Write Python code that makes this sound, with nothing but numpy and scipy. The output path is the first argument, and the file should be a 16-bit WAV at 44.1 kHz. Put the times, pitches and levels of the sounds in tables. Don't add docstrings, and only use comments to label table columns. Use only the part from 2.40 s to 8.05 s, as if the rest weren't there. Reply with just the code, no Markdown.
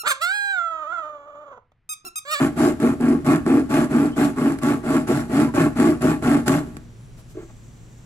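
import sys
import numpy as np
from scipy import signal
from scipy.fft import rfft, irfft
from scipy.io import wavfile
from scipy.ndimage import uniform_filter1d, minimum_filter1d

SR = 44100
rng = np.random.default_rng(int(sys.argv[2]) if len(sys.argv) > 2 else 0)


def digitize_waveform(pressure):
    field = np.atleast_2d(pressure).T
    bounded = np.clip(field, -1, 1)
    quanta = np.round(bounded * 32767).astype(np.int16)
    wavfile.write(sys.argv[1], SR, quanta)


N = 249165
TIME = np.arange(N) / SR
RING_TIME = np.arange(SR // 3) / SR
STOP_S, STOP_DB_PER_S = 4.29, 93

# start, attack and time until slackening in seconds; relative levels
# of wall drumming, rasp, blade hiss and cavity boom in dB; peak tooth rate in Hz.
STROKES = [(-0.043, 0.033, 0.05, -12.0, -23, -36, 1, 291.5),
           (0.158, 0.05, 0.076, -9, -21.5, -33.5, -3.0, 345.8),
           (0.391, 0.035, 0.064, -13, -26.5, -40, -1.5, 275.6),
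           (0.59, 0.025, 0.11, -13.5, -30.5, -47, -2, 286.5),
           (0.843, 0.032, 0.055, -11, -21.5, -35.5, 7, 329),
           (1.052, 0.02, 0.095, -12.5, -28, -43.5, -5.5, 295.4),
           (1.289, 0.039, 0.085, -12, -22.5, -35.5, -1, 324.6),
           (1.494, 0.02, 0.13, -16.0, -29.5, -43.0, -0.5, 295.1),
           (1.759, 0.016, 0.063, -14.5, -25.5, -36.5, -2, 298.6),
           (1.956, 0.022, 0.12, -18, -30.5, -43.0, -1.5, 293.9),
           (2.212, 0.018, 0.082, -16.5, -27, -38.5, -0.5, 295.5),
           (2.426, 0.063, 0.12, -14, -25.5, -39.5, -2.5, 279.8),
           (2.668, 0.0087, 0.093, -22.5, -30, -39.0, 5.0, 289.3),
           (2.882, 0.12, 0.11, -6.5, -21.5, -34.5, -0.5, 298.6),
           (3.135, 0.023, 0.073, -15, -23.5, -37, 5, 291.2),
           (3.352, 0.033, 0.11, -12.0, -25, -38, -2, 307.9),
           (3.606, 0.015, 0.079, -17.5, -26, -38.0, 4.5, 308.4),
           (3.816, 0.024, 0.11, -14, -25.5, -38.5, -1.5, 284.3),
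           (4.057, 0.012, 0.072, -18, -25, -36.5, 4.5, 304.2)]
# frequency in Hz, bandwidth in Hz, relative level in dB.
WALL_MODES = [(237.7, 4.9, 3), (266.6, 52, -2), (295, 5.8, -2), (329, 6.9, -4), (355.3, 9.9, -4),
              (406.3, 9, -10.5), (454.5, 23, -8)]
CUT_MODES = [(629.3, 29.5, 14.5), (650, 49, 10), (726, 48, 5.5), (783, 87, 3), (829.6, 17, 11),
             (847, 20, 6.5), (993, 48, 2), (1084, 7.3, -5.5), (1117, 64, 10.5), (1185, 116, -1),
             (1304, 22, 5), (1332, 36, 5.5), (1374, 15, 2.5), (1572, 23, 1), (1638, 13, 8), (1750, 9.3, -1),
             (1930, 18, -36), (2120, 20, 3.5), (2360, 61, -45), (2450, 17, 0.5), (2920, 290, -25)]
CAVITY_MODES = [(120, 29, -14.5), (143, 33, -13), (158.7, 20, 4.5)]
BENCH_MODES = [(74, 18, 0)]
PATTED_MODES = [(337, 8.8, -7.5), (372, 14, -9.5), (430, 16, -11.5), (580, 25, -27), (620, 18, -4.5),
                (1130, 170, -38)]
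# frequency in Hz, relative spectral density in dB.
BLADE_SPECTRUM = [(500, -46), (1500, 13.5), (2600, 1.5), (3400, -3), (4200, -1.5), (5600, -4), (6600, -2.5),
                  (7400, 3.5), (8100, 0), (9300, -3.5), (10700, -2.5), (12000, -8.5), (14000, -13.5),
                  (15700, -22.5)]
# frequency in Hz, left minus right in dB.
BLADE_BALANCE = [(2500, 0.5), (4200, -1.5), (6000, -1), (7200, -2.5), (8500, -1.5), (10500, 13),
                 (14000, 2.5)]
# start in seconds, gain on the drumming in dB.
GRABS = [(0.429, 7), (.630, 0), (0.879, 4.5), (1.548, 4), (2.050, 6), (2.545, 3.5), (2.696, 13.5),
         (3.161, 6), (3.257, 8), (3.640, 7), (3.942, 4)]
# start in seconds, blade click in dB, plastic knock in dB.
SNAGS = [(0.401, -27, -21), (.609, -27, -17.5), (0.847, -30, -38), (.959, -21.5, -26), (1.064, -25, -11.5),
         (1.310, -45, -22), (1.443, -24, -16.5), (1.771, -41, -45), (1.984, -33, -14), (2.187, -26, -29),
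         (2.233, -20, -19), (2.439, -48, -24), (2.506, -28, -15.5), (2.678, -33, -40), (2.743, -40, -35),
         (2.773, -27, -38), (3.088, -45, -23), (3.14, -39, -18), (3.183, -26, -10), (3.4, -17.5, -9),
         (3.428, -21, -15), (3.62, -22, -28), (3.825, -28, -21), (4.071, -38, -39), (4.080, -9.5, -9),
         (4.094, -22, -8), (4.368, -27.5, -26.5)]
# start in seconds, length in seconds, pitch in Hz, level in dB.
SQUEAKS = [(1.714, 0.05, 3110, -50), (3.074, .04, 994, -36.5)]
# time in seconds, level in dB.
BENCH_LEVELS = [(0, -42), (1, -42.5), (2.2, -47), (3.1, -42.5), (3.7, -39.5), (4.2, -41), (4.55, -56)]
# start in seconds, peak level in dB.
PATS = [(4.951, -31), (4.970, -23), (5.027, -36)]
# start in seconds, length in seconds, dull rub in dB, dry hiss in dB.
BRUSHES = [(4.765, 0.06, -56.5, -56), (4.881, .06, -63, -57.5), (4.935, 0.13, -49.5, -70),
           (5.078, 0.047, -54, -76)]
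# frequency in Hz, relative spectral density in dB.
AIR_SPECTRUM = [(13, -36), (22, 8), (56, -12), (80, -32), (121, 3), (177, -7), (382, -16.5), (516, -20),
                (608, -23), (3430, -33.5), (5320, -37), (5770, -42), (6270, -50), (10300, -42),
                (15500, -56)]
SHIMMER_SPECTRUM = [(4500, -37), (5900, 9), (6400, 7), (7600, 11.5), (8200, 5), (9200, -8)]
# frequency in Hz, level in dB.
HUM_TONES = [(49, -53), (113, -48), (231, -63)]
# time in seconds, level in dB.
SHIMMER_LEVELS = [(0, -77), (4.85, -65), (5, -61), (5.65, -62.5)]
# time in seconds, pitch in Hz.
TRILL_PITCH = [(4.3, 5880), (4.85, 5654), (4.95, 6120), (5.65, 5550)]
# time in seconds, pitch in Hz, level in dB.
WHISTLE = [(4.541, 9220, -83), (4.58, 9820, -79), (4.615, 10860, -70), (4.69, 9700, -76),
           (4.76, 10000, -80), (4.83, 10500, -73), (4.9, 9600, -84)]
# frequency in Hz, correlation from 0 to 1.
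COHERENCE = [(30, 0.16), (110, 1), (250, 0.82), (700, 0.3), (1500, 0.057), (5000, 0.51), (15000, 0.099)]


def saw():
    drum_db, rasp_db, hiss_db = np.transpose(STROKES)[3:6]
    drum = stroke_envelope(drum_db, attack_scale=1.96, release_s=0.072, turn_db=-39)
    rasp = stroke_envelope(rasp_db, attack_scale=1.06, release_s=0.071, turn_db=-50.5)
    hiss = stroke_envelope(hiss_db, attack_scale=0.86, release_s=0.067, turn_db=-60)
    blows, tearing = teeth(arch=.33, jitter=.07, uneven_db=5.0, bite=0.53)
    chips = tearing * np.array([fractures(per_s=2500, spread_db=1.5) for _ in range(2)])
    cracks = fractures(per_s=56, spread_db=2.0)
    grab = grab_gain()
    return (amp(0.53) * drum * grab * wall_drumming(blows, chips)
            + amp(0.65) * rasp * grab ** 0.42 * cut_rasp(blows, chips, cracks, rasp)
            + amp(4.5) * hiss * blade_hiss(tearing, cracks)
            + amp(-30.5) * cavity_boom(drum * rasp))


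def teeth(arch, jitter, uneven_db, bite):
    starts, *_, peak_hz = np.transpose(STROKES)
    stroke = np.interp(TIME, np.append(starts, STOP_S), np.arange(len(starts) + 1))
    rate_hz = np.append(peak_hz, 0)[stroke.astype(int)] * abs(np.sin(np.pi * stroke)) ** arch
    unsteadiness = np.maximum(1 + jitter * wander(90), .1)
    teeth_passed = np.cumsum(np.maximum(rate_hz, 60) * unsteadiness) / SR
    tooth = teeth_passed.astype(int)
    depth = amp(uneven_db * np.clip(rng.standard_normal(N), -2, 2))[tooth]
    blows = depth * np.diff(tooth, prepend=0)
    tearing = depth * (0.35 + np.exp(-(teeth_passed % 1) / bite))
    return unit_rms(blows), unit_rms(tearing)


def fractures(per_s, spread_db):
    size = amp(spread_db * np.minimum(rng.exponential(1, N), 4)) * rng.choice([-1, 1], N)
    return unit_rms(size * (rng.random(N) < per_s / SR))


def stroke_envelope(levels_db, attack_scale, release_s, turn_db):
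    power = amp(turn_db) ** 2
    for (start, attack_s, hold_s, *_), db in zip(STROKES, levels_db):
        age = np.maximum(TIME - start, 0)
        rise = 1 - np.exp(-age / (attack_s * attack_scale))
        fall = np.exp(-(np.maximum(age - hold_s, 0) / release_s) ** 2)
        power = power + (amp(db) * rise * fall) ** 2
    return np.sqrt(power) * amp(-STOP_DB_PER_S * np.maximum(TIME - STOP_S, 0))


def grab_gain(rise_s=0.0019, hold_s=0.028):
    gain_db = 0
    for start, db in GRABS:
        age = np.maximum(TIME - start, 0)
        gain_db = gain_db + db * (1 - np.exp(-age / rise_s)) * np.exp(-(age / hold_s) ** 4)
    return amp(gain_db)


def wall_drumming(blows, chips):
    flexing = convolve(blows + 0.98 * chips[0], modal_ring(WALL_MODES, spread=0.013))
    return steadied(band(flexing, 215.5, 412), 0.052)


def cut_rasp(blows, chips, cracks, envelope):
    force = .5 * blows + chips + 0.91 * chips[::-1] + 0.32 * cracks
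    drive = sliding_blade(force, t60=0.14, wet=0.47, shift_hz=17)
    plastic = band(convolve(drive, modal_ring(CUT_MODES, spread=.2)), 590, 3000)
    treble = signal.sosfiltfilt(signal.butter(2, 1000, "high", fs=SR, output="sos"), plastic)
    treble_gain = (envelope / amp(-12)) ** 0.23
    return steadied(plastic + treble * (treble_gain - 1), 0.02)


def blade_hiss(tearing, cracks):
    grit = tearing * np.array([fractures(per_s=5000, spread_db=3.5) for _ in range(2)])
    steel = coloured(steadied(grit, 0.012) + 0.42 * cracks, BLADE_SPECTRUM, BLADE_BALANCE)
    return unit_rms(sliding_blade(steel, t60=0.099, wet=1.73, shift_hz=19))


def sliding_blade(drive, t60, wet, shift_hz, count=9):
    place, out = TIME * shift_hz + 0.27 * wander(5.1), 0
    for k in range(count):
        distance = abs((place - k + count / 2) % count - count / 2)
        share = np.cos(np.pi / 2 * np.minimum(distance, 1))
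        out = out + convolve(drive * share, reflections(t60, wet))
    return out


def cavity_boom(effort):
    starts, _, holds, *_, boom_db, _ = np.transpose(STROKES)
    envelope = amp(np.interp(TIME, starts + holds, boom_db)) * effort ** 0.39
    air = convolve(fractures(per_s=1000, spread_db=3.5), modal_ring(CAVITY_MODES))
    return unit_rms(envelope * steadied(band(air, 107.8, 170), 0.2))


def snags(click_t60=0.029):
    out = np.zeros((2, N))
    knock = band(modal_ring(CUT_MODES, spread=0.14), 710, 2000)
    knock += 1.65 * band(modal_ring(WALL_MODES), 117, 384)
    for start, click_db, knock_db in SNAGS:
        click = coloured(rng.standard_normal((2, len(RING_TIME))), BLADE_SPECTRUM, BLADE_BALANCE)
        click *= np.exp(-np.log(1000) * RING_TIME / click_t60)
        add(out, start, amp(click_db) * click / abs(click).max() + amp(knock_db) * knock)
    return out


def squeaks():
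    return sum(amp(db) * fluttering_tone(hz, flutter=0.0296) * swell(start, length)
               for start, length, hz, db in SQUEAKS)


def bench():
    rumble = band(convolve(rng.standard_normal(N), modal_ring(BENCH_MODES)), 55, 88)
    return amp(contour(BENCH_LEVELS)) * steadied(rumble, 0.26)


def hand():
    out = np.zeros((2, N))
    pat = band(modal_ring(PATTED_MODES, spread=0.11), 263, 464)
    for start, db in PATS:
        add(out, start, amp(db) * pat / abs(pat).max())
    plastic = convolve(rng.standard_normal(N), modal_ring(CUT_MODES, spread=0.18))
    rub = unit_rms(band(plastic, 426, 4500))
    hiss = unit_rms(band(rng.standard_normal((2, N)), 1450, 13000))
    for start, length, rub_db, hiss_db in BRUSHES:
        out += (amp(rub_db) * rub + amp(hiss_db) * hiss) * swell(start, length)
    return out


def background(air_db=-45.5, trill_db=-74):
    air = amp(air_db) * unit_rms(coloured(rng.standard_normal((2, N)), AIR_SPECTRUM))
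    hum = 0
    for hz, db in HUM_TONES:
        waver = 1 + 0.087 * wander(1.5)
        hum = hum + amp(db) * unit_rms(waver * np.sin(2 * np.pi * hz * TIME + .5 * wander(6.4)))
    shimmer = unit_rms(coloured(rng.standard_normal((2, N)), SHIMMER_SPECTRUM))
    shimmer *= amp(contour(SHIMMER_LEVELS))
    trill = amp(trill_db) * fluttering_tone(contour(TRILL_PITCH), flutter=.016)
    times, hz, db = np.transpose(WHISTLE)
    whistle = fluttering_tone(np.interp(TIME, times, hz), flutter=0.0203)
    whistle *= np.interp(TIME, times, amp(db), left=0, right=0)
    return air + hum + shimmer * (1 + 0.11 * wander(60)) + trill + whistle


def modal_ring(modes, spread=0.):
    out = 0
    for k, (hz, width, db) in enumerate(modes):
        phase = (-1) ** k * spread * np.sqrt(hz / modes[0][0]) * np.array([[1], [-1]])
        decay = np.exp(-np.pi * width * RING_TIME)
        out = out + amp(db) * width * decay * np.cos(2 * np.pi * hz * RING_TIME + phase)
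    return out / abs(out).max()


def reflections(t60, wet):
    response = rng.standard_normal((2, len(RING_TIME))) * np.exp(-np.log(1000) * RING_TIME / t60)
    response *= wet / np.linalg.norm(response, axis=1, keepdims=True)
    response[:, 0] += 1
    return response / np.sqrt(1 + wet ** 2)


def coloured(pair, spectrum, balance=((1, 0), (2, 0))):
    hz = np.fft.rfftfreq(pair.shape[1], 1 / SR)
    left, other = rfft(pair)
    likeness = np.clip(at_frequency(COHERENCE, hz), 0, 1)
    right = likeness * left + np.sqrt(1 - likeness ** 2) * other
    gain_db = at_frequency(spectrum, hz) + np.outer([.5, -.5], at_frequency(balance, hz))
    return irfft(np.array([left, right]) * amp(gain_db), pair.shape[1])


def fluttering_tone(hz, flutter):
    return unit_rms(np.sin(2 * np.pi * np.cumsum(hz * (1 + flutter * wander(510))) / SR))


def wander(hz):
    f = np.fft.rfftfreq(N, 1 / SR)
    return unit_rms(irfft(rfft(rng.standard_normal(N)) * np.exp(-(f / hz) ** 2), N))


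def convolve(drive, response):
    return signal.fftconvolve(np.atleast_2d(drive), response, axes=1)[:, :N]


def band(x, low_hz, high_hz):
    return signal.sosfilt(signal.butter(3, [low_hz, high_hz], "band", fs=SR, output="sos"), x)


def steadied(x, seconds):
    window = np.hanning(int(seconds * SR))
    power = signal.fftconvolve((x ** 2).mean(0), window / window.sum(), "same")
    return x / np.sqrt(abs(power) + 1e-9 * power.mean())


def unit_rms(x):
    return x / np.sqrt(np.mean(x ** 2) + 1e-20)


def amp(db):
    return 10 ** (np.asarray(db) / 20)


def at_frequency(points, hz):
    f, value = np.transpose(points)
    return np.interp(np.log(hz + 1), np.log(f + 1), value)


def contour(points):
    return np.interp(TIME, *np.transpose(points))


def swell(start_s, length_s):
    return np.sin(np.pi * np.clip((TIME - start_s) / length_s, 0, 1))


def add(mix, start_s, sound):
    part = mix[..., round(start_s * SR):][..., :sound.shape[-1]]
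    part += sound[..., :part.shape[-1]]


def scene():
    work = saw() + squeaks() + bench() + snags() + hand()
    left, right = convolve(work, reflections(t60=0.54, wet=0.16))
    return np.array([left, np.roll(right, 5)]) + background()


def record(dry):
    ceiling, cutoff_hz = .56, 15750
    gain = np.minimum(1, ceiling / (abs(dry).max(0) + 1e-9))
    limited = dry * uniform_filter1d(minimum_filter1d(gain, size=400), size=300)
    low_pass = signal.firwin(511, cutoff_hz, window=("kaiser", 9), fs=SR)
    return signal.oaconvolve(limited, low_pass[None], "same")


dry = scene()
out = record(dry)
digitize_waveform(out)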